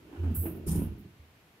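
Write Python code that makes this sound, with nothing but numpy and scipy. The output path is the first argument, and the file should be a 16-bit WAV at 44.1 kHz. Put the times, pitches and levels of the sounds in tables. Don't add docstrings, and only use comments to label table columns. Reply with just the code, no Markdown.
import sys
import numpy as np
from scipy import signal
from scipy.fft import rfft, irfft
from scipy.io import wavfile
from scipy.ndimage import uniform_filter1d

SR = 44100
rng = np.random.default_rng(int(sys.argv[2]) if len(sys.argv) > 2 else 0)


def to_wav(sig):
    pcm = np.clip(np.atleast_2d(sig), -1, 1) * 32767
    pcm = np.round(pcm).astype(np.int16)
    wavfile.write(sys.argv[1], SR, pcm.T)


N = 70560
TIME = np.arange(N) / SR
FREQS = np.maximum(np.arange(N // 2 + 1) * SR / N, 1)

# f/Hz, coherence
COHERENCE = [(60, 0.97), (130, 0.96), (290, 0.94), (640, 0.67), (1400, 0.028), (15000, 0.032)]
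# f/Hz, level/dB
ROOM_SPECTRUM = [(25, -23), (85, -6.5), (170, -8.5), (520, -17.5), (1200, -20), (2400, -20.5), (5000, -30),
                 (9000, -36.5), (12500, -30.5), (15500, -39.5)]
# f/Hz, level/dB, T60/s
CABINET_MODES = [(56.6, -26, 0.13), (87.9, 2, 0.2), (124, -5, 0.36), (163.3, -2.5, 0.16),
                 (198.6, -4.5, 0.22), (235.4, -13.5, 0.24), (255, 1.5, 0.059), (282.3, 3, 0.15),
                 (332, 0.5, 0.18), (399, 1, 0.1)]
# t/s, rise/s, hold/s, release/(dB/s), low rumble/dB, upper rumble/dB, rubbing/dB
CARRIAGE_RUNS = [(-0.11, 0.43, 0.007, 119, -54.5, -47, -58), (0.397, 0.057, 0.018, 45, -40.5, -41, -59.5),
                 (0.64, 0.074, 0.12, 118, -32.5, -44, -55)]
# f/Hz, level/dB
LOW_RUMBLE_SPECTRUM = [(25, -28), (45, -4.5), (65, 10), (90, 4), (115, 0), (160, 4), (230, 3), (270, -23.5),
                       (400, -50)]
UPPER_RUMBLE_SPECTRUM = [(180, -19.5), (270, -1.5), (340, 3.5), (410, -1.5), (500, -5), (750, -14.5),
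                         (1100, -30.5), (2500, -63)]
RUB_SPECTRUM = [(400, -20), (650, 8.5), (1100, 1), (1500, 2), (2000, -6.5), (2700, 0.5), (4000, -13),
                (8000, -19.5)]
# t/s, level/dB, f/Hz
PART_IMPACTS = [(0.125, -51.5, 805), (0.16, -56.5, 1450), (0.234, -50, 460), (0.245, -59, 2640),
                (0.255, -54, 1530), (0.353, -53.5, 1485), (0.455, -43.5, 606), (0.459, -51, 2650),
                (0.543, -55, 670), (0.673, -49.5, 795), (0.731, -49.5, 840), (0.786, -51.5, 980)]
# f/Hz, level/dB
CLACK_SPECTRUM = [(300, -3), (650, 3.5), (1000, 1), (2600, -9), (4000, -26.5), (9000, -24.5)]
# t/s, level/dB, bass gain/dB
CABINET_BLOWS = [(0.124, -51, -20), (0.234, -39, -3), (0.456, -34, -9), (0.665, -37.5, -7),
                 (0.754, -35, 1.5), (0.79, -36, -16), (0.819, -38.5, -13), (0.917, -49.5, 8.5),
                 (0.975, -55.5, 12), (1.014, -64, 17.5), (1.046, -53.5, 5.5)]
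# t/s, level before swelling/dB, rise/s, hold/s, f/Hz
FRAME_DRONES = [(0.159, -33.5, 0.072, 0.062, 84.7), (0.18, -45, 0.011, 0.0084, 343.2),
                (0.25, -39.5, 0.036, 0.0059, 255.4), (0.29, -35.5, 0.0098, 0.0016, 224.2),
                (0.32, -39.5, 0.012, 0.0023, 161.6), (0.365, -29, 0.017, 0.018, 84.8),
                (0.673, -32.5, .015, 0.01, 165.2), (0.705, -37.5, 0.014, 0.1, 86.83),
                (0.551, -48.5, 0.038, 0.006, 85.5), (1.194, -50.5, 0.0092, 0.0027, 77.5)]
# t/s, level/dB, hold/s, sag/(dB/s), release/(dB/s)
BRIGHT_BURSTS = [(0.302, -61, 0.0054, 42, 380), (0.341, -33, 0.12, 62, 211), (0.448, -42, 0.006, 80, 294),
                 (0.549, -52.5, .003, 80, 407), (0.976, -60, 0.005, 45, 250)]
BROAD_BURSTS = [(0.661, -43, 0.17, 29, 265)]
# f/Hz, level/dB
BRIGHT_SPECTRUM = [(4000, -30.5), (7300, -25.5), (7750, -7), (9200, -14.5), (9700, -4), (11000, -4),
                   (12500, 3), (14500, -3.5), (15800, -2.5)]
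BROAD_SPECTRUM = [(2500, -20), (4600, -17), (5200, -9), (7500, -13.5), (9200, -9), (10500, -1.5),
                  (12400, 4), (14400, -4.5), (15800, -4.5)]
# f/Hz, left minus right/dB
BRIGHT_BALANCE = [(5000, 3), (8500, 3.5), (10000, -1.5), (12000, -9), (14200, 6), (15500, -9)]
BROAD_BALANCE = [(3500, -5), (5500, 5.5), (6600, 16), (8300, 9), (9500, 1.5), (11200, -9), (12600, -3),
                 (14000, -1)]
# f/Hz, boost/dB
SILENCER_MODES = [(7250, 9.5), (8590, 14), (9620, 15), (10570, 12.5), (11450, 5), (12550, 6.5), (14250, 11)]

VALVE_OPEN_S = 0.013


def from_db(db):
    return 10 ** (np.asarray(db) / 20)


def unit_power(x):
    return x / np.sqrt(np.mean(x ** 2) + 1e-20)


def at_hz(points):
    hz, value = np.transpose(points)
    return np.interp(np.log(FREQS), np.log(hz), value)


def resonance(hz, width_hz, db):
    return db / (1 + (2 * (FREQS - hz) / width_hz) ** 2)


def pan(db):
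    gains = from_db(np.array([[.5], [-.5]]) * db)
    return gains / np.sqrt(np.mean(gains ** 2, axis=0))


def stereo(gain, source=None):
    mid, side = rfft(rng.standard_normal((2, N)))
    if source is not None:
        mid = rfft(unit_power(source))
    coherence = at_hz(COHERENCE)
    ears = np.sqrt(1 + coherence) * mid + np.sqrt(1 - coherence) * side * [[1], [-1]]
    return unit_power(irfft(gain * ears, N))


def envelope(start, rise, hold, sag, release):
    age = TIME - start
    opening = np.sin(np.pi / 2 * np.clip(age / rise, 0, 1)) ** 2
    return opening * from_db(-sag * np.clip(age, 0, hold) - release * np.maximum(age - hold, 0))


def flutter(depth_db, rate_hz):
    wander = irfft(rfft(rng.standard_normal(N)) / (1 + (FREQS / rate_hz) ** 2), N)
    return from_db(depth_db * unit_power(wander))


def ring(impulses, hz, t60):
    radius = np.exp(-np.log(1000) / (t60 * SR))
    angle = 2 * np.pi * hz / SR
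    return signal.lfilter([0, np.sin(angle)], [1, -2 * radius * np.cos(angle), radius ** 2], impulses)


def panel_echoes(x, count=6, first_s=.002, span_s=.007, gain=0.31):
    lags = first_s + span_s * rng.random((2, count, 1))
    comb = 1 + gain * np.exp(-2j * np.pi * FREQS * lags).sum(axis=1)
    comb_rms = np.sqrt(np.mean(abs(comb) ** 2, axis=1, keepdims=True))
    return irfft(rfft(x) * comb / comb_rms, N)


def room_noise(level_db=-61):
    return from_db(level_db) * stereo(from_db(at_hz(ROOM_SPECTRUM)))


def rumble(spectrum, bumps_per_s=500, spread_db=2, colour=0.72):
    bumps = (rng.random(N) < bumps_per_s / SR) * rng.choice([-1, 1], N)
    bumps = bumps * from_db(spread_db * rng.standard_normal(N))
    modes = sum(1 / (1 + ((FREQS - hz) * t60 / 2) ** 2) for hz, _, t60 in CABINET_MODES)
    rolling = stereo(from_db(at_hz(spectrum)) * (0.31 + modes) ** colour, bumps)
    local_power = uniform_filter1d(np.mean(rolling ** 2, axis=0), size=1100)
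    return rolling / np.sqrt(local_power + 1e-6)


def carriage():
    powers = sum((from_db(levels)[:, None] * envelope(t, rise, rise + hold, 0, release)) ** 2
                 for t, rise, hold, release, *levels in CARRIAGE_RUNS)
    low_gain, upper_gain, rub_gain = np.sqrt(powers)
    low = low_gain * flutter(depth_db=1.9, rate_hz=60) * rumble(LOW_RUMBLE_SPECTRUM)
    upper = upper_gain * rumble(UPPER_RUMBLE_SPECTRUM)
    rub_gain = rub_gain * flutter(depth_db=1.0, rate_hz=160)
    return low + upper + rub_gain * panel_echoes(stereo(from_db(at_hz(RUB_SPECTRUM))))


def clacks(attack_s=.0015, t60=0.24):
    sound = 0
    for t, db, hz in PART_IMPACTS:
        spectrum_db = at_hz(CLACK_SPECTRUM) + resonance(hz, width_hz=0.18 * hz, db=13)
        sound += from_db(db) * envelope(t, attack_s, 0, 0, 60 / t60) * stereo(from_db(spectrum_db))
    return sound


def knocks(bass_hz=200, lowest_hz=51, contact_hz=1500, spread_db=1.2):
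    t, db, bass_db = np.transpose(CABINET_BLOWS)
    body = 0
    for hz, mode_db, t60 in CABINET_MODES:
        levels = db + mode_db + bass_db * (hz < bass_hz) + rng.normal(0, spread_db, len(t))
        impulses = np.zeros(N)
        impulses[(t * SR).astype(int)] = from_db(levels) * rng.choice([-1, 1], len(t))
        body += ring(impulses, hz, t60)
    return signal.sosfilt(signal.butter(2, [lowest_hz, contact_hz], "band", fs=SR, output="sos"), body)


def drone(swell_db_per_s=54, release_db_per_s=219):
    judder = flutter(depth_db=1.6, rate_hz=55)
    modes = 0
    for t, db, rise, hold, hz in FRAME_DRONES:
        amplitude = from_db(db) * envelope(t, rise, rise + hold, -swell_db_per_s, release_db_per_s)
        modes += amplitude * np.sqrt(2) * np.sin(2 * np.pi * hz * (TIME - t))
    return judder * modes


def airflow(bursts):
    return np.sqrt(sum((from_db(db) * envelope(t, VALVE_OPEN_S, hold, sag, release)) ** 2
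                       for t, db, hold, sag, release in bursts))


def low_shelf(jet, gain, split_hz):
    low = irfft(rfft(jet) / (1 + (FREQS / split_hz) ** 20), N)
    return jet - low + low * gain


def bright_valve(low_sag_db_per_s=63):
    jet = stereo(from_db(at_hz(BRIGHT_SPECTRUM)) * pan(at_hz(BRIGHT_BALANCE)))
    main_burst_s = BRIGHT_BURSTS[1][0]
    low_gain = from_db(-low_sag_db_per_s * np.maximum(TIME - main_burst_s, 0))
    hiss = low_shelf(jet, low_gain, split_hz=9100)
    return airflow(BRIGHT_BURSTS) * flutter(depth_db=0.7, rate_hz=37) * hiss


def broad_valve(low_boost_db=14.5):
    whistles_db = sum(resonance(hz, width_hz=240, db=db) for hz, db in SILENCER_MODES)
    jet = stereo(from_db(at_hz(BROAD_SPECTRUM) + whistles_db) * pan(at_hz(BROAD_BALANCE)))
    swell_start = BROAD_BURSTS[0][0] - VALVE_OPEN_S
    low_gain = from_db(low_boost_db) * envelope(swell_start, rise=.045, hold=0.14, sag=76, release=198)
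    hiss = low_shelf(jet, low_gain, split_hz=9600)
    return airflow(BROAD_BURSTS) * flutter(depth_db=1.46, rate_hz=55) * hiss


def scene():
    machine = (drone() + knocks() + clacks() + carriage()) * pan(db=-1.9)
    valves = panel_echoes(bright_valve() + broad_valve())
    return room_noise() + machine + valves


def record(dry):
    cutoff_hz = 15700
    return signal.sosfilt(signal.ellip(12, .1, 80, cutoff_hz, fs=SR, output="sos"), dry)


dry = scene()
out = record(dry)
to_wav(out)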